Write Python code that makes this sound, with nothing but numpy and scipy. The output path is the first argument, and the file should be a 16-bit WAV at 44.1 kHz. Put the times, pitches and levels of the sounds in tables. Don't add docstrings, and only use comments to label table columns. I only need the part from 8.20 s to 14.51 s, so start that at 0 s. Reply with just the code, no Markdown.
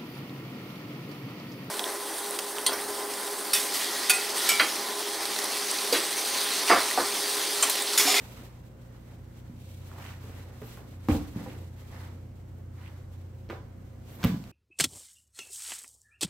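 import sys
import numpy as np
from scipy import signal
from scipy.io import wavfile

SR = 44100
rng = np.random.default_rng(int(sys.argv[2]) if len(sys.argv) > 2 else 0)


def convert_level_to_amplitude(level_db):
    exponent = np.asarray(level_db, float) / 20
    return 10 ** exponent


def persist_wave(psi):
    counts = np.round(np.clip(psi, -1, 1) * 32767).astype(np.int16)
    wavfile.write(sys.argv[1], SR, np.atleast_2d(counts).T)


N = 278491


def in_time(rows):
    s, *columns = np.transpose(rows)
    return [np.interp(np.arange(N) / SR, s, c) for c in columns]


def at_hz(points, hz):
    points_hz, values = np.array(points).T
    return np.interp(np.log(hz), np.log(points_hz), values)


def rms_one(x):
    return x / np.sqrt(np.mean(x ** 2) + 1e-20)


def tilt(db):
    return convert_level_to_amplitude(np.array([[-db], [db]]))


def bandpass(order, low_hz, high_hz, x):
    return signal.sosfilt(signal.butter(order, [low_hz, high_hz], "band", fs=SR, output="sos"), x)


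def highpass(hz, x):
    return signal.sosfilt(signal.butter(2, hz, "high", fs=SR, output="sos"), x)


def drift(rate):
    r = np.exp(-80 * np.pi * rate / SR)
    white = rng.standard_normal(N // 40 + 2002)
    slow = signal.lfilter([1], [1, -2 * r, r * r], white)[2000:]
    return np.interp(np.arange(N) / 40, np.arange(len(slow)), rms_one(slow))


EDGES_HZ = 24 * 2 ** np.arange(0, 9.6, .5)


def bands(white, likeness, gain_at):
    out = 0
    for k, (low_hz, high_hz) in enumerate(zip(EDGES_HZ, EDGES_HZ[1:])):
        hz = np.sqrt(low_hz * high_hz)
        gain = gain_at(hz)
        if np.max(gain) > 1e-3:
            mid, side = bandpass(2, low_hz, high_hz, white[k % 2])
            alike = np.clip(at_hz(likeness, hz), -1, 1)
            stereo = np.sqrt(1 + alike) * mid + np.sqrt(1 - alike) * side * [[1], [-1]]
            out = out + gain * stereo
    return out


# pitch_hz, level_db (rms)
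MAINS_TONES = [(60, -52), (120, -51), (180, -65.5), (240, -64), (320, -69.5), (531, -69.5)]


def mains():
    t = np.arange(N) / SR
    return np.sqrt(2) * sum(convert_level_to_amplitude(db + 0.6 * drift(5.0)) * np.sin(2 * np.pi * (hz * t + rng.random()))
                            for hz, db in MAINS_TONES)


# time_s, pitch_hz, level_db (rms)
COMPRESSOR_RUN = [(0.0, 89.4, -56), (0.8, 92, -59), (1.03, 90.8, -48), (1.2, 90.5, -54.5),
                  (1.52, 89.6, -45), (1.85, 90.4, -46), (2.1, 90.1, -46.5), (2.4, 90.2, -48),
                  (2.53, 90.3, -61), (2.78, 90.3, -42.5), (3.22, 89.5, -55), (3.4, 88.6, -40.5),
                  (3.65, 88.5, -48.5), (3.8, 89.4, -43.5), (4.2, 89.3, -47), (4.4, 89.5, -43),
                  (5.1, 89.7, -43.5), (6.31, 91.7, -51)]
WOBBLE_DB = -0.9
PARTIAL_RATIO, PARTIAL_DB = 1.52, -16


def compressor():
    hz, db = in_time(COMPRESSOR_RUN)
    phase = 2 * np.pi * np.cumsum(hz) / SR
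    tone = np.sin(phase) + convert_level_to_amplitude(PARTIAL_DB) * np.sin(PARTIAL_RATIO * phase)
    return np.sqrt(2) * convert_level_to_amplitude(db + WOBBLE_DB * drift(2.1)) * tone


# freq_hz, level_db (per Hz)
AIR_SPECTRUM = [(22, -25), (35, 6), (60, -9.5), (100, -2.5), (170, -8.5), (250, -10), (400, -17),
                (550, -17.5), (800, -26), (1200, -29), (2500, -37.5), (3400, -45.5), (6500, -42),
                (16000, -54)]
# freq_hz, left_right_likeness (-1..1)
AIR_LIKENESS = [(60, 0.82), (180, 0.96), (550, 0.18), (1650, 0.19), (4970, 0.3), (15000, -0.26)]
AIR_DB = -50


def air():
    white = rng.standard_normal((2, 2, N))
    patchy = bands(white, AIR_LIKENESS, lambda hz: convert_level_to_amplitude(at_hz(AIR_SPECTRUM, hz) + 0.84 * drift(1.9)))
    return convert_level_to_amplitude(AIR_DB) * rms_one(patchy)


def fibres(spectrum, per_s, spread_db, clump_db):
    slips = rng.random((2, 2, N)) < per_s / SR
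    sizes = convert_level_to_amplitude(spread_db * np.minimum(rng.exponential(1, N), 4)) * rng.choice([-1, 1], (2, 2, N))
    white = slips * sizes * convert_level_to_amplitude(clump_db * drift(22)) + 1e-18
    below, above = (spectrum[0][0] / 1.5, -90), (spectrum[-1][0] * 1.5, -90)
    closed = [below] + list(spectrum) + [above]
    return rms_one(bands(white, GYM_LIKENESS, lambda hz: convert_level_to_amplitude(at_hz(closed, hz))))


# freq_hz, level_db (per Hz)
DRAG_SPECTRUM = [(290, -37), (500, -8), (807, -16), (914, -3), (1410, -7.5), (1830, -6.5), (2560, -17.5),
                 (6000, -21), (7800, -59), (13200, -120)]
# freq_hz, level_db (per Hz)
SWISH_SPECTRUM = [(1800, -34), (2800, 6.5), (4000, -4.5), (6000, -6.5), (9000, -3), (16000, -19)]
# freq_hz, level_db (per Hz)
SHUFFLE_SPECTRUM = [(150, -7.5), (280, -5.5), (400, -11.5), (550, -6.5), (800, -25.5)]
# peak_s, rise_s, drag_db, swish_db, shuffle_db
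MOVEMENTS = [(0.05, 0.17, -55.5, -55.5, -54), (0.21, 0.058, -58.5, -63, -56),
             (0.72, .08, -67.5, -86, -61.5), (0.91, 0.062, -65, -66.5, -58.5),
             (1.481, 0.1, -76, -59.5, -83), (1.72, 0.092, -59.5, -58, -57.5),
             (1.85, 0.083, -51.5, -55, -62), (2.05, 0.064, -58, -61.5, -56.5), (2.17, 0.058, -57, -58, -53),
             (2.30, 0.085, -62.5, -64.5, -55.5), (2.48, 0.066, -59, -54, -59), (2.60, .04, -64, -65, -54.5),
             (2.70, 0.035, -70, -60.5, -57), (2.933, 0.038, -59, -42.5, -37.5),
             (3.03, 0.057, -58, -56, -53), (3.19, 0.041, -52, -58, -48.5), (3.28, 0.1, -56, -57, -47),
             (3.62, .08, -63, -65, -61), (3.78, 0.089, -53, -59.5, -56), (3.90, 0.09, -67, -67, -57),
             (4.65, 0.1, -59.5, -65.5, -74), (4.78, 0.045, -67, -80, -62), (5.93, 0.074, -60, -59.5, -55),
             (6.016, 0.024, -51, -58, -50)]
FALL_PER_RISE = 1.52
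SWELL_SHARPNESS = 2.13
# time_s, level_db
SHIFTING = [
    (0.0, -71),
    (1.3, -69.5),
    (3.5, -65),
    (4.05, -74),
    (4.5, -77),
    (5.0, -70),
    (5.6, -75),
    (6.31, -64.5),
]
SHIFT_SWISH_DB, SHIFT_SHUFFLE_DB, SHIFT_UNEVEN_DB = 0, -2, 2


def cloth():
    t = np.arange(N) / SR
    shift_db = in_time(SHIFTING)[0] + SHIFT_UNEVEN_DB * drift(11.0)
    power = convert_level_to_amplitude(shift_db + np.array([[0], [SHIFT_SWISH_DB], [SHIFT_SHUFFLE_DB]])) ** 2
    for peak_s, rise_s, *db in MOVEMENTS:
        near = slice(max(0, round((peak_s - .5) * SR)), round((peak_s + .5) * SR))
        spread_s = np.where(t[near] < peak_s, rise_s, FALL_PER_RISE * rise_s)
        late = (t[near] - peak_s) / spread_s
        power[:, near] += convert_level_to_amplitude(np.array(db))[:, None] ** 2 * np.exp(-2 * np.abs(late) ** SWELL_SHARPNESS)
    drag, swish, shuffle = np.sqrt(power)
    return (drag * fibres(DRAG_SPECTRUM, per_s=2300, spread_db=2.5, clump_db=1.15)
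            + swish * fibres(SWISH_SPECTRUM, per_s=12000, spread_db=1.0, clump_db=1.73)
            + shuffle * fibres(SHUFFLE_SPECTRUM, per_s=3000, spread_db=7.0, clump_db=0.5))


def blows(contacts, modes, push_hz, crisp_db, thump_room_db, smack_room_db):
    push, smack, sent = np.zeros((3, N))
    t = np.arange(2600) / SR
    w = 2 * np.pi * push_hz
    for start_s, push_db, smack_db, smack_hz, smack_ms in contacts:
        at = round(start_s * SR)
        here = slice(at, at + len(t))
        push[here] -= convert_level_to_amplitude(push_db) * w * w * t * np.exp(-w * t) / SR
        fade = convert_level_to_amplitude(smack_db) * np.exp(-1000 * t / smack_ms)
        burst = fade * rng.standard_normal(len(t))
        click = (t == 0) * np.sqrt(np.sum(fade ** 2))
        dull = bandpass(2, 450, min(smack_hz, 18000), np.array([burst, click]))
        burst, click = dull - convert_level_to_amplitude(crisp_db) * highpass(3000, dull * 0 + [burst, click])
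        smack[here] += burst * np.linalg.norm(click) / np.linalg.norm(burst)
        sent[here] += click
    thump = 0
    for hz, db, t60_s in modes:
        r, turn = convert_level_to_amplitude(-60 / (t60_s * SR)), 2 * np.pi * hz / SR
        ring = signal.lfilter([0, np.sin(turn)], [1, -2 * r * np.cos(turn), r * r], push + 1e-18)
        thump = thump + convert_level_to_amplitude(db) * ring
    thump = highpass(.6 * modes[0][0], thump)
    return np.array([thump + smack, convert_level_to_amplitude(thump_room_db) * thump + convert_level_to_amplitude(smack_room_db) * sent])


# start_s, push_db, smack_db, smack_hz, smack_ms
KNEE_HITS = [
    (1.296, -41.5, -53.5, 1000, 3),
    (1.352, -55, -64, 1009, 3.06),
    (3.160, -31, -55, 3000, 3.44),
    (3.170, -32, -60, 2950, 4.9),
]
# pitch_hz, level_db, t60_s
EDGE_MODES = [(160.7, 5.5, 0.098), (210, 2.5, 0.082), (237.8, -2, 0.3), (286.6, -9, 0.49)]


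def knees():
    return blows(KNEE_HITS, EDGE_MODES, push_hz=390, crisp_db=-12, thump_room_db=-8, smack_room_db=-12.0)


# freq_hz, t60_s
GYM_DECAY = [(100, 0.63), (500, 0.54), (2000, 0.26), (6000, 0.49), (16000, 0.33)]
# freq_hz, left_right_likeness (-1..1)
GYM_LIKENESS = [(100, 0.94), (300, 0.87), (700, 0.6), (3000, -0.034), (8000, -0.25), (16000, 0.31)]


def gym(x, first_ms):
    t = np.arange(SR) / SR
    white = rng.standard_normal((2, 2, SR))
    tail = bands(white, GYM_LIKENESS, lambda hz: convert_level_to_amplitude(-60 * t / at_hz(GYM_DECAY, hz)))
    tail = tail * (1 - np.exp(-(1000 * t / first_ms) ** 2))
    tail = tail / np.sqrt(np.sum(tail ** 2) / 2)
    return signal.fftconvolve(tail, x[None], axes=1)[:, :N]


# start_s, push_db, smack_db, smack_hz, smack_ms
SMALL_CONTACTS = [(1.715, -71, -31, 1486, 2.3), (1.780, -71, -32, 1200, 9), (1.865, -69, -57, 2490, 3.8),
                  (2.040, -43, -52, 900, 4.3), (2.095, -44.5, -38, 1716, 4.7),
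                  (2.417, -42, -28.5, 1508, 2.1), (2.422, -36.5, -25, 1380, 0.8),
                  (2.447, -42.5, -45, 900, 4), (2.572, -59, -31.5, 1300, 5), (2.605, -50, -40, 1285, 2.2),
                  (3.745, -61, -43, 1286, 4.4), (4.382, -53, -40, 900, 4)]
# pitch_hz, level_db, t60_s
MIDDLE_MODES = [(114, 5, 0.15), (259, 1, 0.053), (433, 2, 0.094)]


def scuffs():
    return blows(SMALL_CONTACTS, MIDDLE_MODES, push_hz=530, crisp_db=-27.5, thump_room_db=-14, smack_room_db=1.5)


def strokes(rows):
    t = np.arange(N) / SR
    return sum(convert_level_to_amplitude(db) * np.exp(-((t - s) / half_s) ** 2) for s, db, half_s in rows)


# peak_s, level_db, half_s
BRUSH_STROKES = [
    (1.872, -52.5, 0.078),
    (2.17, -60.5, .04),
    (2.486, -63.5, 0.062),
    (2.912, -49, 0.014),
    (3.31, -58.5, 0.057),
    (4.665, -55.5, 0.04),
]
# freq_hz, level_db (per Hz)
BRUSH_SPECTRUM = [(1200, -24), (1700, -1), (2200, 4), (3200, -5), (4500, -25)]


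def brushes():
    return strokes(BRUSH_STROKES) * fibres(BRUSH_SPECTRUM, per_s=1800, spread_db=8.5, clump_db=2.5)


# peak_s, level_db, half_s
HEM_FLICKS = [
    (2.473, -56, .035),
    (2.925, -56, .02),
    (5.96, -56.5, .05),
    (6.022, -58, .005),
    (6.043, -32, .0015),
    (6.048, -30, 0.0032),
]


def flicks():
    return strokes(HEM_FLICKS) * bandpass(2, 11200, 14400, rng.standard_normal((2, N)))


# start_s, push_db, smack_db, smack_hz, smack_ms
LANDING_HITS = [
    (2.886, -20, -12.5, 1600, 1.7),
    (2.887, -49, -34.5, 4060, 6),
    (2.895, -16, -38, 1560, 3.3),
    (2.926, -28.5, -41, 3320, 5.3),
    (2.948, -23, -39, 3520, 7.8),
    (2.961, -28, -44, 3500, 6),
    (2.996, -38, -41.5, 2010, 6.5),
]
# pitch_hz, level_db, t60_s
FAR_MODES = [(157.8, -37, 0.081), (232, -21, 0.071), (269, -6, 0.14), (295.6, 4, 0.13), (331, -14, 0.037),
             (390, -19, 0.24), (482, -2.5, 0.067), (535, -18, 0.04), (804, -0.5, 0.044), (909, -19, 0.19)]


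def landing():
    return blows(LANDING_HITS, FAR_MODES, push_hz=483, crisp_db=-32.0, thump_room_db=-11, smack_room_db=3.5)


# start_s, push_db, smack_db, smack_hz, smack_ms
WEIGHT_PUSHES = [
    (2.890, -34, -70, 996, 3),
    (2.911, -16, -70, 1000, 3),
    (2.958, -27, -70, 1000, 3),
    (3.010, -26.5, -68, 1000, 3),
]
# pitch_hz, level_db, t60_s
FLOOR_MODES = [(51.7, -15, 0.24), (80.6, 2.5, 0.16), (109, -30, 0.11)]


def weight():
    return blows(WEIGHT_PUSHES, FLOOR_MODES, push_hz=200, crisp_db=-30, thump_room_db=-14, smack_room_db=5)


# start_s, push_db, smack_db, smack_hz, smack_ms
ELBOW_KNOCKS = [
    (3.262, -40, -63, 1010, 6.2),
    (3.272, -51, -47, 1000, 5),
]
# pitch_hz, level_db, t60_s
HOLLOW_MODES = [(511, 1, 0.17), (806, 2.5, 0.091), (970, 3.5, 0.065)]


def elbow():
    return blows(ELBOW_KNOCKS, HOLLOW_MODES, push_hz=900, crisp_db=-27, thump_room_db=-21, smack_room_db=-2)


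# start_s, push_db, smack_db, smack_hz, smack_ms
PAT_HITS = [
    (5.290, -46, -46.5, 4000, 5.9),
    (5.299, -34.5, -27, 1954, 4),
    (5.303, -43, -21, 1880, 1.4),
    (5.308, -34.5, -25.5, 1770, 2.5),
    (5.313, -38, -49, 2500, 1.33),
    (5.329, -36, -29, 1500, 4.5),
]
# pitch_hz, level_db, t60_s
CHEST_MODES = [(299.4, -30, 0.026), (352, 1.5, 0.061), (482, 3.5, 0.044)]


def pat():
    return blows(PAT_HITS, CHEST_MODES, push_hz=700, crisp_db=-38, thump_room_db=-13.0, smack_room_db=1.5)


# start_s, push_db, smack_db, smack_hz, smack_ms
SLAP_HITS = [
    (6.030, -36, -26.5, 3350, 6.9),
    (6.040, -20, -10.5, 2900, 0.9),
    (6.046, -16, -15.5, 2800, 2.4),
    (6.051, -11.5, -20.5, 1254, 4.7),
    (6.240, -68, -33, 3500, 0.59),
]
# pitch_hz, level_db, t60_s
NEAR_MODES = [(81.9, -32, 0.05), (127, 0, 0.067), (207, 0, 0.027), (156, -21, 0.21), (182.8, -16.5, 0.26),
              (242.5, -4.5, 0.11), (335, -19, 0.056), (452, -17, 0.19), (522, -9.5, 0.068)]


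def arm_slap():
    return blows(SLAP_HITS, NEAR_MODES, push_hz=327, crisp_db=-27, thump_room_db=-21, smack_room_db=-2.5)


# start_s, push_db, smack_db, smack_hz, smack_ms
SLAP_RETURNS = [
    (6.070, -27, -30.5, 2500, 6.4),
    (6.097, -28, -48, 2000, 2.9),
    (6.118, -29, -58, 2000, 4),
    (6.143, -24, -40, 1967, 3.5),
    (6.200, -34, -60, 2010, 3.6),
]
# pitch_hz, level_db, t60_s
WALL_MODES = [(159, -13, 0.14), (182.7, 4, 0.3), (217, -3.5, 0.31), (266, 0, 0.12)]


def wall_returns():
    return blows(SLAP_RETURNS, WALL_MODES, push_hz=304, crisp_db=-18.5, thump_room_db=-21, smack_room_db=5.0)


def scene():
    direct, sent = (knees() + scuffs() + landing() + weight() + elbow()
                    + pat() + arm_slap() + wall_returns())
    hits = direct * tilt(.3) + gym(sent, first_ms=6.2)
    tones = (mains() + compressor()) * tilt(.2)
    return tones + air() + cloth() * tilt(.4) + hits + brushes() + flicks()


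def band_limit(x):
    return signal.sosfilt(signal.butter(12, 16800, fs=SR, output="sos"), x)


# center_hz, width_hz, gain_db
MIC_PEAKS = [(8460, 870, 2.5), (9340, 1100, -4), (10300, 2800, -2.5), (13150, 1360, 7.5), (15500, 2000, 8)]
# low_hz, high_hz, share_leaning_left
MIC_LEAN = [(500, 13000, -0.15), (5640, 10700, 0.4)]
MIC_LOW_HZ, MIC_TOP_HZ = 55, 15850


def record(dry):
    x = highpass(MIC_LOW_HZ, dry)
    for hz, width_hz, db in MIC_PEAKS:
        a, g = np.tan(np.pi * width_hz / SR), np.sqrt(convert_level_to_amplitude(db))
        c = -2 * np.cos(2 * np.pi * hz / SR)
        x = signal.lfilter([1 + a * g, c, 1 - a * g], [1 + a / g, c, 1 - a / g], x)
    for low_hz, high_hz, lean in MIC_LEAN:
        x = x + lean * np.array([[1], [-1]]) * bandpass(1, low_hz, high_hz, x)
    x = signal.sosfilt(signal.cheby2(10, 30, MIC_TOP_HZ + 300, fs=SR, output="sos"), x)
    return band_limit(x)


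dry = scene()
out = record(dry)
persist_wave(out)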